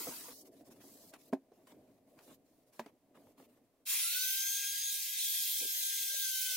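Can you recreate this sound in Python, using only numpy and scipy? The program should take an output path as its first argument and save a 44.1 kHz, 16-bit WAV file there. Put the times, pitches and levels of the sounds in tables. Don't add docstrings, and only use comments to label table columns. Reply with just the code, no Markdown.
import sys
import numpy as np
from scipy import signal
from scipy.fft import rfft, irfft
from scipy.io import wavfile
from scipy.ndimage import uniform_filter1d

SR = 44100
rng = np.random.default_rng(int(sys.argv[2]) if len(sys.argv) > 2 else 0)


def level_to_linear(level):
    exponent = np.asarray(level, float) / 20
    return 10 ** exponent


def dump_mix(stems):
    frames = np.atleast_2d(stems).T
    limited = np.clip(frames, -1, 1)
    pcm = np.round(limited * 32767).astype(np.int16)
    wavfile.write(sys.argv[1], SR, pcm)


N = 289296
HZ = np.fft.rfftfreq(512, 1 / SR)[:, None]
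FRAME_S = np.arange(N // 128 + 5) * 128 / SR

# [t/s, f/Hz]
SPEED = [(3.88, 1000), (3.95, 1150), (4.02, 1299), (4.06, 1371), (4.11, 1430), (4.16, 1479), (4.24, 1527),
         (4.34, 1561), (4.46, 1591), (4.61, 1611), (4.8, 1619), (5.03, 1622), (5.33, 1612), (5.63, 1602),
         (6.22, 1592), (6.28, 1553), (6.46, 1535), (6.56, 1508)]
ORDERS_DB = {1: -67, 2: -59.5, 3: -67, 4: -60, 5: -68.5, 6: -68.5, 8: -56, 9: -63.5}
# [f/Hz, likeness 0..1]
SHOP_SAME = [(25, 0.37), (60, 1), (140, 0.97), (550, 0.91), (1650, .5), (5000, 0.071), (15000, 0.12)]


def evened(x):
    return x / np.sqrt(np.mean(x ** 2) + 1e-20)


def read(points, hz):
    f, value = np.transpose(points)
    return np.interp(np.log(hz + 1), np.log(f + 1), value)


def columns(rows, t):
    s, *values = np.transpose(rows)
    return [np.interp(t, s, v) for v in values]


def add(mix, s, sound):
    part = mix[:, round(s * SR):][:, :sound.shape[1]]
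    part += sound[:, :part.shape[1]]


def held(t, start, length, rise, fall):
    return -rise * np.maximum(start - t, 0) - fall * np.maximum(t - start - length, 0)


def summed(*dbs):
    return 10 * np.log10(sum(level_to_linear(db) ** 2 for db in dbs) + 1e-30)


def patches(bins, frames):
    field = rng.standard_normal((len(FRAME_S), len(HZ))).T
    field = uniform_filter1d(field, bins, 0)
    return evened(uniform_filter1d(field, frames, 1))


def pair(level_db, same, lead=0.):
    a, b, c, d = rng.standard_normal((len(FRAME_S), len(HZ), 4)).T
    same = np.clip(same, 0, 1)
    left, other = a + 1j * b, c + 1j * d
    right = (same * left + np.sqrt(1 - same ** 2) * other) * np.exp(-1j * lead)
    spectra = np.array([left, right]) * level_to_linear(level_db)
    return 0.73 * signal.istft(spectra, nperseg=512, noverlap=384)[1][:, :N]


def band_db(colour, lo_hz, hi_hz):
    db = read(colour, HZ)
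    in_band = (HZ > lo_hz) & (HZ < hi_hz)
    return db - 10 * np.log10(np.sum(level_to_linear(db[in_band]) ** 2))


def fade(lo_hz, hi_hz):
    return np.clip(np.log((HZ + 1) / lo_hz) / np.log(hi_hz / lo_hz), 0, 1)


def tinted(x, colour, lo_hz, hi_hz):
    hz = np.fft.rfftfreq(N, 1 / SR)
    gain = level_to_linear(read(colour, hz))
    share = np.sum(gain[(hz > lo_hz) & (hz < hi_hz)] ** 2) / len(hz)
    return irfft(rfft(x) * gain / np.sqrt(share), N)


def shop():
    # [f/Hz, level/dB per Hz]
    rustle_colour = [(530, -35.5), (900, -3), (1370, -13.5), (2020, -12), (3040, -15.5), (3590, -16.5),
                     (7060, -17.5), (15100, -16), (16000, -20.5)]
    # [t/s, length/s, level/dB, low part relative/dB]
    strokes = [(0.456, 0.02, -60, -9.5), (0.522, 0.098, -68, -7), (0.655, .03, -64.5, -7),
               (0.713, 0.017, -60.5, -2.5), (0.753, 0.034, -68, -5.5), (0.808, 0.017, -59.5, -3),
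               (0.833, 0.27, -58, -13), (1.134, 0.029, -64.5, 7), (1.191, 0.1, -64, -9.5),
               (1.537, 0.22, -76, -1.5), (1.676, 0.045, -65.5, 1.5), (1.744, 0.24, -79, 0),
               (2.075, 0.16, -75, -3), (2.184, 0.031, -69.5, 5.5), (2.228, .12, -62, -10),
               (2.286, 0.031, -76, 16.5), (2.456, 0.18, -76.5, -9), (2.672, 0.023, -72, -10),
               (2.734, 0.06, -65, -3.5), (2.797, 0.095, -72.5, 8), (3.154, 0.01, -71, 6.5),
               (3.17, 0.15, -72.5, -2), (3.382, 0.072, -67, 1.5), (3.492, 0.088, -76.5, 1.5),
               (3.645, 0.015, -82, -4)]
    hiss_db = -79.5
    rise, fall = 1200, 801
    colour_db = band_db(rustle_colour, 2500, 16100) - 30 * (1 - fade(400, 1000))
    colour_db = colour_db - 70 * (FRAME_S > 3.845)
    low = 1 - fade(2300, 4600)

    dying_db = -38 - 38 * FRAME_S + held(FRAME_S, 0, 0.42, rise, fall)
    dying_db = dying_db + low * (-9.5 - 12 * (FRAME_S > 0.333))
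    strokes_db = (top_db + low_db * low + held(FRAME_S, s, length, rise, fall)
                  for s, length, top_db, low_db in strokes)
    db = colour_db + summed(dying_db, *strokes_db)
    db = db + 3.15 * patches(3, 14) + 1.3 * patches(150, 2)
    return pair(summed(db, colour_db + hiss_db), read(SHOP_SAME, HZ))


def hum():
    # [f/Hz, level/dB per Hz]
    hum_colour = [(12, -51.5), (20, -18.5), (54, -24), (113, -11.5), (188, -10), (274, 0.5), (339, -6),
                  (511, -8), (564, -9.5), (622, -5), (709, -10), (835, -20), (1000, -31.5), (1300, -58.5),
                  (2200, -120)]
    # [t/s, length/s, level/dB]
    swells = [(0, 0.03, -56), (0.076, 0.01, -44.5), (0.082, 1.1, -59.5), (0.29, 0.031, -73.5),
              (0.432, 0.043, -75), (0.596, 0.045, -63), (1.22, 0.13, -62.5), (1.39, 0.1, -68.5),
              (1.526, .02, -61), (1.584, 0.33, -63.5), (1.762, 0.057, -59.5), (1.885, .025, -61),
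              (1.953, 0.11, -66.5), (2.074, 0.18, -63), (2.29, 0.034, -57), (2.368, 0.042, -64.5),
              (2.432, 0.5, -69), (2.843, 0.11, -70.5), (3.053, 0.54, -67), (3.16, .15, -63),
              (3.397, .04, -63.5), (3.495, 0.021, -65), (3.56, 0.083, -70), (3.794, .07, -74),
              (3.914, .01, -66)]
    hum_db, drone_db, swing = -74, -89.5, 401
    swells_db = (top_db + held(FRAME_S, s, length, swing, swing) for s, length, top_db in swells)
    db = summed(hum_db, *swells_db) + 2.7 * patches(2, 8) - 10 * np.log10(len(HZ))
    swelling = tinted(pair(db, read(SHOP_SAME, HZ)), hum_colour, 120, 900)

    drone_colour = [(15, -1.5), (40, -1.0), (120, 2.5), (200, -23.5), (400, -77)]  # (Hz, dB)
    drone = tinted(rng.standard_normal((2, N)), drone_colour, 25.4, 200)
    mute = level_to_linear(-80 * np.clip((np.arange(N) / SR - 3.89) / 0.086, 0, 1))
    return mute * (swelling + level_to_linear(drone_db) * drone)


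def knock(db, hz, bright_db, crack_db, chance):
    # [ratio to the body tone, level/dB, t60/s]
    modes = [(1.0, 1.5, 0.16), (1.5, -0.5, .09), (1.9, -11, 0.12), (2.45, -2.5, 0.073), (3.2, -17, 0.15),
             (3.9, -8.5, .05), (4.4, -16.5, 0.031), (5.3, -21.5, 0.031), (6.4, -21, 0.047),
             (7.7, -25.5, .03), (9.1, -19, 0.015)]
    t = np.arange(6000) / SR
    ring = 0.5
    body = 0
    for (ratio, mode_db, t60), c in zip(modes, chance[0]):
        decay = level_to_linear(mode_db + bright_db * np.log2(ratio) - 60 * t / (t60 * ring))
        body = body + decay * np.sin(2 * np.pi * hz * ratio * (1 + 0.066 * c) * t)
    body = body * np.clip(t / .0012, 0, 1)

    crack = signal.lfilter([1, -1], [1, -1.7, .72], chance)
    crack = crack * (level_to_linear(-60 * t / 0.042) + level_to_linear(-11 - 60 * t / 0.076))
    crack_pair = (crack + 0.71 * crack[0]) / abs(crack).max() / 2
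    sound = body / abs(body).max() + level_to_linear(crack_db) * crack_pair

    echoes = chance[:, ::-1] * level_to_linear(-60 * t / .1) * (t > .004)
    echoes = (echoes + 1.2 * echoes[0]) / np.linalg.norm(echoes) / 2
    sound = sound + level_to_linear(-7.5) * signal.fftconvolve(sound, echoes, axes=1)[:, :len(t)]
    sound = signal.sosfilt(signal.butter(2, 190, "high", fs=SR, output="sos"), sound)
    return level_to_linear(db + np.array([[-.5], [.5]])) * sound


def air():
    # [t/s, level/dB, turn of the vents (+ towards the microphone)]
    rush = [(3.9, -38.5, 0.81), (4.05, -40, 0.41), (4.42, -41, 0.45), (4.75, -44, -0.29),
            (4.9, -42.5, 0.23), (5.0, -43, -0.1), (5.14, -43.5, -1.34), (5.25, -40, 0.58),
            (5.62, -42, 0.46), (5.7, -42.5, 0.73), (5.85, -41.5, -0.06), (6.12, -42.5, 0.0014),
            (6.2, -41.5, 0.54), (6.33, -42, 0.43), (6.56, -41, -0.52)]
    # [f/Hz, level/dB per Hz]
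    air_colour = [(1120, -55.5), (1900, -6.5), (2500, -6.5), (2910, -2), (3510, 0.5), (4720, 0), (5840, -1),
                  (11100, -0.5), (12000, -0.5), (15200, 0.5), (16000, -18)]
    # [f/Hz, likeness 0..1]
    air_same = [(1500, 0.92), (2500, 0.81), (5000, 0.18), (9000, 0.2), (15000, 0.44)]
    # [t/s, delay/s]
    air_lead = [(3.85, 2e-5), (4.3, 7e-5), (4.8, -4e-5), (5.3, 5e-5), (5.8, -6e-5), (6.2, 6e-5),
                (6.56, -2e-5)]
    # [centre f/Hz, width/Hz, depth/dB]
    valleys = [(1800, 140, -15), (2230, 90, -5), (2900, 130, -6), (4350, 120, -3), (4800, 130, -5.5),
               (7600, 200, -3.5), (9300, 200, -2.5), (11700, 200, -2.5), (13250, 300, -4)]
    level_db, turn = columns(rush, FRAME_S)
    level_db = level_db + 6
    top_db = 1.5 * turn
    spun_s = np.maximum(FRAME_S - SPEED[0][0], 0)
    low_db = -2.5 * turn + 8 * np.exp(-spun_s / 0.31)

    lock_s, loose_hz = 4.06, 850
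    locked = np.clip((FRAME_S - lock_s) / 0.074 + .5, 0, 1)
    edge_hz = loose_hz + (0.93 * columns(SPEED, FRAME_S)[0] - loose_hz) * locked
    under_db = -16 - 5.5 * np.clip((FRAME_S - lock_s) / 0.32, 0, 1)
    under_db = under_db + np.maximum(5 + held(FRAME_S, 1.9, .25, 25, 43), 0)

    db = band_db(air_colour, 3500, 9000)
    db = np.where(HZ < 2000, db[24], np.where(HZ > 15200, db[175], db))
    db = db + level_db + under_db * (1 - fade(1400, 1703))
    db = db + low_db * (1 - fade(2600, 3000)) + top_db * fade(8000, 10000)
    db = db - 700 * np.clip(1.053 + 0.019 * patches(8, 10) - HZ / edge_hz, 0, 1)
    drift = patches(3, 24)
    for hz, width, dip_db in valleys:
        db = db + dip_db * np.exp(-((HZ - hz) / width) ** 2) * np.clip(1 + 0.6 * drift, 0, 4)
    db = db + 2.2 * drift + 0.98 * patches(120, 3)
    start = np.clip((np.arange(N) / SR - 3.853) / 0.048, 0, 1)
    lead = 2 * np.pi * HZ * columns(air_lead, FRAME_S)[0]
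    return start * pair(db, read(air_same, HZ), lead)


def beam(k, t):
    beams = {1: [(4.05, 0.065, -61.5, 0.77), (4.17, 0.12, -44.5, 0.44), (4.3, .48, -51, 0.24),
             (4.83, 0.18, -56.5, -0.059), (5.15, 0.16, -55, -0.56), (5.38, 0.22, -55.5, -0.66),
             (5.6, 0.26, -55, -0.93), (5.87, 0.17, -53, -0.38), (6.1, 0.16, -50, 0.073),
             (6.26, .35, -53.5, 1)], 2: [(3.96, .06, -53, 1), (4.32, .42, -55, 1), (5.25, .33, -51, 0.65),
             (5.72, 0.29, -54.5, -0.71), (6.35, .3, -49, 0.34)], 3: [(4.01, 0.053, -54, 0.76),
             (4.12, 0.11, -47, 0.69), (4.27, 0.1, -50, .2), (4.73, 0.091, -51.5, .8),
             (6.36, 0.047, -55.5, 0.81)], 4: [(4.21, 0.1, -48, 1.7), (4.4, 0.31, -41.5, 0.63),
             (4.8, 0.097, -42.5, 0.86), (5.72, 0.56, -48, 0.7), (6.3, 0.32, -50.5, 0.97)]}
    beams_8 = [(4.02, .03, -43, 1.2), (4.08, .03, -45, .5), (4.19, .34, -47.5, 1), (4.7, .11, -48.5, 1),
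               (4.85, .07, -46, -.7), (4.99, .06, -44, -.8), (5.085, .055, -44, 1), (5.17, .07, -44, -.9),
               (5.285, .25, -43.5, 1), (5.58, .06, -48, -.8), (5.69, .1, -43.5, 1), (5.84, .39, -44, -.35),
               (6.29, .16, -50, 1), (6.51, .1, -56, -5)]
    swing = 301
    rows = [(0, t[-1], ORDERS_DB[k], 0.94)] + {**beams, 8: beams_8}.get(k, [])
    powers = [level_to_linear(db + held(t, s, length, swing, swing)) ** 2 for s, length, db, share in rows]
    left = np.sqrt(sum(powers))
    right = sum(power * row[3] for power, row in zip(powers, rows)) / left
    return left, right


def whine():
    first = round(3.85 * SR)
    t = np.arange(first, N) / SR
    turns = np.cumsum(columns(SPEED, t)[0]) / SR
    out = np.zeros((2, N))
    for k in ORDERS_DB:
        ports = beam(k, t)
        slow = [np.interp(t, FRAME_S, evened(uniform_filter1d(v, 12)))
                for v in rng.standard_normal((5, len(FRAME_S)))]
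        speak = np.clip((t - (3.99 if k < 3 else 3.92)) / 0.091, 0, 1)
        for ear, side in enumerate((1, -1)):
            phase = 2 * np.pi * k * turns + .5 * slow[0] + 0.05 * side * slow[1] + 0.13 * side
            waver = level_to_linear(1.6 * slow[2 + ear] + 1.8 * slow[4] / k)
            out[ear, first:] += np.sqrt(2) * speak * ports[ear] * waver * np.cos(phase)
    return out


def leaks():
    # [t/s, level/dB, centre f/Hz, width/Hz, length/s]
    blobs = [(4.206, -75, 1257, 300, 0.16), (4.42, -81.5, 1178, 245, 0.29), (5.52, -65.5, 1036, 199, 0.035),
             (5.628, -64, 865, 298, 0.053), (5.634, -54, 390, 476, 0.076), (5.956, -87, 1225, 137.5, 0.38),
             (6.134, -61.5, 592, 179, 0.062), (6.18, -80.5, 1207, 251, 0.23), (6.442, -71, 600, 180, 0.075),
             (6.523, -68, 604, 200, 0.04), (6.508, -77, 1090, 250, 0.1)]
    power = 1e-14
    for s, db, hz, width, length in blobs:
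        shape = np.exp(-((HZ - hz) / (0.32 * width)) ** 4)
        swell = np.exp(-((FRAME_S - s) / (0.37 * length)) ** 2 * 1.6)
        power = power + level_to_linear(db) ** 2 * shape / shape.sum() * swell
    return pair(10 * np.log10(power) + 4.8 * patches(1, 5), 0.96)


def scene():
    # [t/s, peak level/dB, body f/Hz, brightness/dB per octave, crack relative/dB]
    knocks = [(.071, -36, 474, -2, -25), (.284, -44.5, 457, 1.5, -23), (.61, -49, 278, -10, -11),
              (0.841, -51.5, 310, 1, -21), (1.138, -60.5, 277, -5, 21.5), (1.3285, -24, 249.6, 2.5, -22),
              (1.333, -23, 243, 2, -16), (1.519, -51.5, 458, -7, -14), (1.578, -67, 362, -7, -8),
              (1.671, -64.5, 480, -12, 13.5), (1.722, -55, 300, -1, -21), (1.914, -64, 228, 1, -2),
              (2.19, -56.5, 370, 11, 8), (2.278, -56, 342, 3, -23), (2.7947, -30, 251.3, 9.5, -2),
              (2.862, -45, 265, 2, -1), (3.145, -68, 322, 6, -9), (3.173, -55.5, 256, 9, -23),
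              (3.27, -59.5, 216, 8, -22), (3.377, -64, 410, -3, -13), (3.4, -52.5, 193, 8, -7),
              (3.56, -72, 277, 4, -12)]
    mix = air() + whine() + leaks() + hum() + shop()
    for (s, *row), chance in zip(knocks, rng.standard_normal((len(knocks), 2, 6000))):
        add(mix, s - .0008, knock(*row, chance))
    return mix


def top_cut(x):
    return signal.sosfilt(signal.butter(12, 17000, fs=SR, output="sos"), x)


def record(dry):
    hz, t, z = signal.stft(dry, SR, nperseg=1024, noverlap=768)
    hz = hz[:, None]
    power = uniform_filter1d((abs(z) ** 2).mean(0), 9, 1)
    power = uniform_filter1d(power, 2, 0) + 1e-20
    power_db = 10 * np.log10(abs(power))
    under_db = uniform_filter1d(power_db, 25, 0) - power_db
    buried_db = 10 * np.log10(power[25:].mean(0)) - power_db
    weak = under_db + .2 * np.clip(buried_db, 0, 16) - 4.2
    holes = np.clip(weak, 0, 1) * (abs(hz - 8450) < 6900)
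    muted = np.clip((buried_db - 38) / 3, 0, 1) * (t > 3.92)
    cut = uniform_filter1d(np.clip(holes + muted, 0, 1), 3, 1)
    gain = level_to_linear(-26 * cut) * (hz < 15870)
    mix = signal.istft(z * gain, SR, nperseg=1024, noverlap=768)[1][:, :N]
    return top_cut(mix)


dry = scene()
out = record(dry)
dump_mix(out)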